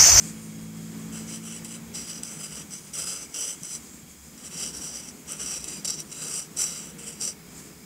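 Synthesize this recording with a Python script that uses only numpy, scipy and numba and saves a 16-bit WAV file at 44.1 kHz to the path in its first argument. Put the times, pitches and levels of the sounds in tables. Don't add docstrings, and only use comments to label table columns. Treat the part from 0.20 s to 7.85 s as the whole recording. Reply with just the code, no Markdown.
import sys
import numpy as np
from scipy import signal
from scipy.fft import rfft, irfft, next_fast_len
from scipy.io import wavfile
from numba import njit

SR = 44100
rng = np.random.default_rng(int(sys.argv[2]) if len(sys.argv) > 2 else 0)


def materialize(psi):
    bounded = np.clip(np.atleast_2d(psi).T, -1, 1)
    quanta = np.round(bounded * 32767).astype(np.int16)
    wavfile.write(sys.argv[1], SR, quanta)


def invert_db(x):
    u = np.asarray(x, float) / 20
    return 10 ** u


N = 337363
T = np.arange(N) / SR
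NIB_TOP_HZ = 7800


def level(x, db):
    return x * invert_db(db) / np.sqrt(np.mean(x ** 2))


def walk(rate):
    knots = rng.standard_normal(4000)
    return 1.2 * np.interp(T * rate, np.arange(len(knots)), knots)


def over_time(rows):
    return np.interp(T, *np.transpose(rows))


def swell_between(start_s, end_s, ramp_s):
    return np.clip(np.minimum(T - start_s, end_s - T) / ramp_s, 0, 1)


def coloured(points):
    hz, db = np.transpose(points)
    size = next_fast_len(N)
    f = np.arange(size // 2 + 1) * SR / size + 1
    gain = invert_db(np.interp(np.log(f), np.log(hz), db))
    return level(irfft(rfft(rng.standard_normal(size)) * gain, size)[:N], 0)


@njit
def resonator(x, g, stretch, damping):
    y, band, low = np.empty(len(x)), 0., 0.
    for i in range(len(x)):
        h = g * stretch[i]
        v = (band + h * (x[i] - low)) / (1 + h * (h + damping))
        band, low = 2 * v - band, low + 2 * h * v
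        y[i] = damping * v
    return y


def ring(x, modes, grip=np.ones(N), waver_db=0):
    out = 0
    for hz, width_hz, db, polarity in modes:
        g, damping = np.tan(np.pi * hz / SR), width_hz / hz
        stretch = 1 + (grip - 1) * (hz / NIB_TOP_HZ) ** 0.62
        waver = 1 + waver_db * np.log(10) / 20 * walk(7) if waver_db else 1
        once = resonator(x, g, stretch, damping)
        out = out + polarity * invert_db(db) * waver * resonator(once, g, stretch, damping)
    return out


# (fastest moment [s], scratch level [dB], rise [s], fall [s])
NIB_SWEEPS = [(.94, -37, 0.018, 0.083), (1.086, -40, 0.014, 0.012), (1.138, -36.5, 0.058, 0.046),
              (1.26, -44.5, 0.032, 0.027), (1.346, -38, 0.11, 0.048), (1.448, -35, 0.004, 0.019),
              (1.548, -39.5, 0.1, 0.032), (1.761, -32.5, 0.021, 0.093), (1.89, -37, 0.029, .08),
              (1.962, -41, .07, 0.042), (2.045, -39, .02, 0.21), (2.13, -44, 0.075, 0.027),
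              (2.244, -37.5, 0.086, .06), (2.362, -38.5, 0.07, 0.056), (2.415, -42.5, 0.074, 0.015),
              (2.54, -38, 0.032, 0.058), (2.67, -52, 0.044, .05), (2.745, -33.5, 0.014, .05),
              (2.796, -28.5, 0.04, 0.083), (2.9, -29, 0.037, .09), (3.027, -38, 0.043, 0.031),
              (3.148, -33, 0.0076, .05), (3.208, -31.5, 0.044, 0.1), (3.292, -31, 0.14, 0.046),
              (3.44, -40, 0.016, 0.045), (3.558, -34.5, 0.11, 0.019),
              (4.18, -45.5, .005, 0.078), (4.264, -36.5, .03, 0.024), (4.392, -35.5, 0.084, 0.061),
                   (4.46, -31, 0.076, 0.044), (4.572, -36, 0.044, 0.16), (4.694, -36, 0.13, 0.019),
                   (4.792, -36, 0.083, .02), (4.894, -41.5, 0.088, 0.017), (5.106, -34, 0.032, .07),
                   (5.205, -37, 0.02, 0.25), (5.345, -32, 0.17, .05), (5.4, -42, .04, 0.083),
                   (5.448, -36, 0.0055, 0.02), (5.487, -34.5, 0.014, 0.066), (5.55, -35, 0.056, 0.051),
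                   (5.654, -22.5, 0.0085, 0.009), (5.68, -27, 0.0082, 0.034), (5.703, -29.5, .004, .02),
                   (5.735, -34.5, .03, 0.026), (5.806, -36.5, 0.04, .016),
              (5.924, -33.5, 0.012, 0.011), (6.034, -34.5, .12, .1), (6.142, -31, 0.13, .06),
                  (6.19, -32.5, 0.045, 0.049), (6.374, -28, .009, 0.029), (6.426, -25, 0.048, 0.047),
                  (6.5, -34, 0.055, 0.15), (6.588, -40.5, 0.065, 0.026), (6.66, -42.5, .07, .05),
                  (6.788, -42, .005, 0.16), (6.88, -36.5, 0.02, 0.063), (7.02, -30.5, 0.018, .07),
                  (7.086, -30.5, 0.082, 0.03)]
# (time [s], top nib mode [Hz], sheet level [dB], barrel level [dB])
GRIP = [(.95, 7950, 3, -0.7), (1.55, 7720, 1.1, 1), (2.1, 7860, .3, 0.3), (2.4, 7814, 3.3, -0.8),
        (2.6, 8010, -1.5, -0.7), (3.02, 7900, -0.8, 0.9), (3.35, 8000, 0.3, -1.9), (3.5, 7940, -3.5, -.3),
        (4.25, 7640, -0.3, -0.1), (4.7, 7770, -1.4, 0.75), (5.12, 7770, 3.5, -0.3), (5.5, 7540, -1, 0.4),
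        (5.75, 7550, -3, 1.3), (5.93, 7570, 1, 0.8), (6.4, 7700, -3, -0.2), (6.6, 7580, 1.3, -0.8),
        (6.85, 7700, 4.5, -2.2), (7.05, 7570, -3.7, 0.5)]


def strokes():
    power = np.full(N, 1e-10)
    for s, db, rise_s, fall_s in NIB_SWEEPS:
        near = slice(int((s - 5 * rise_s) * SR), int((s + 5 * fall_s) * SR))
        early = np.maximum(s - T[near], 0) / rise_s
        late = np.maximum(T[near] - s, 0) / fall_s
        drop_db = 10 * (early ** 2.93 + late ** 1.88)
        power[near] += invert_db(2 * (db - drop_db))
    scratch_db = 10 * np.log10(power)
    s, top_hz, lean_db, free_db = np.transpose(GRIP)
    effort_db = np.clip(scratch_db + 35, -22, 15)
    sheet_db = -12.5 - 0.1 * effort_db + np.interp(T, s, lean_db)
    barrel_db = -3 - 0.01 * effort_db + np.interp(T, s, free_db)
    return scratch_db, sheet_db, barrel_db, np.interp(T, s, top_hz) / NIB_TOP_HZ


# (time [s], peak level [dB])
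SNAGS = [(1.4467, -14), (1.753, -25), (1.8741, -23), (2.0333, -4), (2.1725, -25), (2.3076, -23),
         (2.3552, -16), (2.5085, -20), (2.536, -13.5), (2.7407, -23), (2.9627, -28), (3.1433, -17),
         (3.433, -12), (4.177, -27), (4.2467, -26), (5.0994, -23), (5.1203, -7), (5.3114, -25),
         (5.442, -8.5), (5.6504, -15), (5.678, -10), (5.704, -7), (5.8026, -10), (6.0184, -7.5),
         (6.3708, -9.5), (6.784, -31), (7.012, -12), (7.0214, -11)]


def snag_bursts():
    size, decay_ms = 1300, 0.3
    out, t_ms = np.zeros(N), np.arange(size) / SR * 1000
    for s, db in SNAGS:
        grit = np.sign(rng.standard_normal(size))
        start = int(s * SR)
        out[start:start + size] += grit * np.exp(-t_ms / decay_ms) * invert_db(db - 6)
    return out


# (frequency [Hz], width [Hz], level [dB], polarity [gain])
PEN_MODES = [(4000, 205, -12.5, 0.71), (4954, 370, -7, 0.89), (5698, 600, -3.5, 0.82),
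             (6160, 500, -3.5, -0.64), (7190, 1550, -7.5, -0.71), (7818, 506, 0, 0.85),
             (8360, 560, -7, -0.89), (8910, 580, -4, -0.9), (9730, 320, -8.5, -0.88),
             (10510, 840, -14.5, 0.87), (11260, 440, -21, -0.88), (11830, 1000, -18, 0.65),
             (13100, 900, -26, -1.2), (14400, 4100, -25.5, -1.03)]
# (frequency [Hz], width [Hz], level [dB], polarity [gain])
SHEET_MODES = [(415, 480, -4, 0.89), (1333, 476, -3.5, 0.9), (2150, 690, -4, 0.72), (2670, 170, -6, -0.87),
               (2953, 450, -1, 0.91), (3394, 104, -14, -0.66)]


def marker():
    scratch_db, sheet_db, barrel_db, grip = strokes()
    bunches_db = 0.62 * walk(30) + 1.2 * walk(100) + 1.1 * walk(350)
    slips = rng.standard_normal(N)
    strength_db = 2.2 * rng.exponential(size=N) + bunches_db
    drive = level(slips * invert_db(strength_db), 0) * invert_db(scratch_db)
    snags = snag_bursts()
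    nib_share = np.sqrt(np.clip(1 - invert_db(2 * barrel_db), .15, 1))
    barrel_drive = drive * invert_db(barrel_db) + snags * invert_db(-4.5)
    nib_drive = drive * nib_share + snags * invert_db(-2.5)
    sheet_drive = drive * invert_db(sheet_db) + snags * invert_db(-21)
    barrel = invert_db(17) * ring(barrel_drive, PEN_MODES[:4], grip, waver_db=2.9)
    nib = invert_db(15.5) * ring(nib_drive, PEN_MODES[4:], grip, waver_db=0.8)
    sheet = invert_db(16) * ring(sheet_drive, SHEET_MODES, grip, waver_db=1.5)
    contact_click = ring(snags, [(7400, 7000, -5, 1)])
    return barrel + nib + sheet + contact_click


def reflections(source):
    size, t60_s = 6600, 0.063
    echoes = rng.standard_normal(size) * np.exp(-np.log(1000) * np.arange(size) / SR / t60_s)
    return signal.oaconvolve(source, echoes / np.sqrt(np.sum(echoes ** 2)))[:N]


# (time [s], level [dB])
HAND_LEVEL = [(0, -41.5), (.09, -40), (.15, -49), (.4, -52.5), (.9, -49.5), (1.7, -53.5), (3.62, -50),
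              (3.7, -50.5), (3.9, -52.5), (4.16, -52.5), (5, -52.5), (5.87, -51.5), (6.3, -54), (7.16, -57),
              (7.29, -54.5), (7.41, -44), (7.52, -55.5), (7.65, -53.5)]
# (frequency [Hz], width [Hz], level [dB], polarity [gain])
HAND_TONE = [(2300, 810, -4, 1), (5350, 1500, -8.5, 1), (7200, 3650, 12.5, 0.48), (8560, 790, -25, -0.84),
             (11500, 2000, -5.5, 1)]
# (start [s], end [s], frequency [Hz], width
# [Hz], level [dB])
WISPS = [
    (.13, .3, 8800, 900, -56),
    (.2, .48, 8480, 300, -62),
    (5.82, 5.91, 8700, 900, -56),
    (3.68, 3.84, 7450, 600, -58),
    (2.58, 2.72, 8800, 1200, -56),
    (5.08, 5.62, 2500, 200, -60),
]


def hand():
    rub = rng.standard_normal(N) * invert_db(1.2 * walk(21))
    out = level(ring(rub, HAND_TONE), 0) * invert_db(over_time(HAND_LEVEL))
    for start_s, end_s, hz, width_hz, db in WISPS:
        glide = np.interp(T, [start_s, end_s], [1, 1 - 0.1 * (end_s - start_s)])
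        wisp = level(ring(rub, [(hz, width_hz, 0, 1)], glide), db)
        out = out + swell_between(start_s, end_s, 0.028) * wisp
    return out


# (time [s], peak level [dB], frequency [Hz])
BUMPS = [
    (2.489, -39, 164),
    (3.418, -31.5, 168),
    (3.742, -34.5, 223),
    (3.83, -35, 159),
    (4.224, -42, 215),
    (4.876, -40, 199),
    (7.283, -34, 213),
    (7.566, -36, 167),
]


def desk():
    size, t60_s, rise_s = 6600, 0.055, 0.002
    out, t = np.zeros(N), T[:size]
    for s, db, hz in BUMPS:
        envelope = invert_db(db - 60 * t / t60_s) * (1 - np.exp(-t / rise_s))
        thud = envelope * np.sin(2 * np.pi * hz * t)
        start = int(s * SR)
        out[start:][:size] += thud[:N - start]
    return out


# (time [s], firing rate [Hz], level of the 4th multiple [dB])
ENGINE_COURSE = [
    (0.0, 54.47, -45),
    (0.93, 54.94, -42),
    (1.76, 56.6, -49),
    (1.87, 56.76, -54.5),
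    (2.03, 56.63, -51.5),
    (2.21, 52.34, -54),
    (2.77, 49.5, -57.5),
    (2.87, 46.6, -55.5),
    (3.1, 48, -65),
]
# (multiple [1], level [dB])
ENGINE_HARMONICS = [(1, -33), (2, -10.5), (3, 0), (4, 3), (5, -10.5), (6, -16.5), (7, -31), (8, -21.5),
                    (9, -19.5)]


def engine():
    s, hz, db = np.transpose(ENGINE_COURSE)
    rate_hz = np.interp(T, s, hz) * (1 + 0.0023 * walk(11.9))
    phase = 2 * np.pi * np.cumsum(rate_hz) / SR
    tones = 0
    for multiple, harmonic_db in ENGINE_HARMONICS:
        loudness = invert_db(harmonic_db + 0.81 * walk(3.95))
        tones = tones + loudness * np.sin(multiple * phase + 6 * rng.random())
    fade_out = np.clip((s[-1] - T) / .2, 0, 1)
    return invert_db(np.interp(T, s, db) + 2.5) * tones * fade_out


# (time [s], level [dB])
TRAFFIC_LEVEL = [(0, -44.5), (.3, -46.5), (1.2, -45.5), (2.5, -47), (3.2, -50.5), (3.55, -48.5),
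                 (3.95, -53.5), (4.3, -46), (4.6, -47.5), (5, -50), (5.7, -47), (6.3, -49.5), (6.5, -47.5),
                 (7, -46.5), (7.25, -49.5), (7.4, -45.5), (7.65, -50)]
# (frequency [Hz], level [dB])
TRAFFIC_TONE = [(20, -56), (36, -46), (65, -2.5), (110, -16), (160, 1.5), (230, -4), (300, -5.5),
                (480, -14.5), (600, -20), (1000, -20), (2200, -22.5), (4000, -29.5), (8000, -32.5)]


def traffic():
    return coloured(TRAFFIC_TONE) * invert_db(over_time(TRAFFIC_LEVEL) + 1.6 * walk(12))


# (start [s], end [s], frequency [Hz], level [dB])
DRONES = [(4.05, 5.0, 228, -53), (5.3, 6.8, 153, -54), (5.1, 5.8, 203, -52), (6.4, 9, 213, -53),
          (3.85, 4.12, 72, -55), (4.38, 4.65, 66, -56), (5.2, 5.55, 58, -58), (3.5, 3.9, 226, -54.5),
          (6.7, 6.95, 470, -56), (4.9, 6.5, 415, -58.5), (6.9, 8.4, 425, -60), (4.6, 5.7, 252, -58)]


def drones():
    out = np.zeros(N)
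    for start_s, end_s, hz, db in DRONES:
        loudness = swell_between(start_s, end_s, 0.04) * invert_db(db + 1.5 * walk(7.7))
        phase = 2 * np.pi * np.cumsum(hz * (1 + .006 * walk(4.5))) / SR
        out = out + loudness * np.sin(phase)
    return out


# (frequency [Hz], width [Hz], level at the start [dB], level at the end [dB])
INSECT_BANDS = [
    (3280, 90, -65.5, -71),
    (5050, 400, -65, -64),
    (6540, 160, -62, -74),
    (2240, 240, -65, -66),
]


def insects():
    out, chorus = np.zeros(N), rng.standard_normal(N)
    for hz, width_hz, first_db, last_db in INSECT_BANDS:
        loudness_db = np.linspace(first_db, last_db, N) + 1.5 * walk(3) + 1.8 * walk(11)
        out = out + level(ring(chorus, [(hz, width_hz, 0, 1)]), 0) * invert_db(loudness_db)
    return out


# (frequency [Hz], level [dB])
HISS_TONE = [(400, 7.2), (1000, 3.2), (1700, 2.2), (2200, 1.7), (2800, 0.37), (4000, .5), (10000, 1.2),
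             (16000, 1.5)]


def hiss():
    return invert_db(-53.5) * coloured(HISS_TONE)


def scene():
    pen = marker()
    near = pen + invert_db(-12.5) * reflections(pen) + hand() + desk()
    outside = engine() + traffic() + drones() + insects()
    mono = near + outside + hiss()
    return np.array([mono, mono])


def top_cut(x):
    return signal.sosfilt(signal.butter(12, 16650, fs=SR, output="sos"), x)


def record(dry):
    low_pass = signal.ellip(12, .2, 70, 15700, fs=SR, output="sos")
    mix = signal.sosfilt(low_pass, dry)
    return top_cut(mix)


dry = scene()
out = record(dry)
materialize(out)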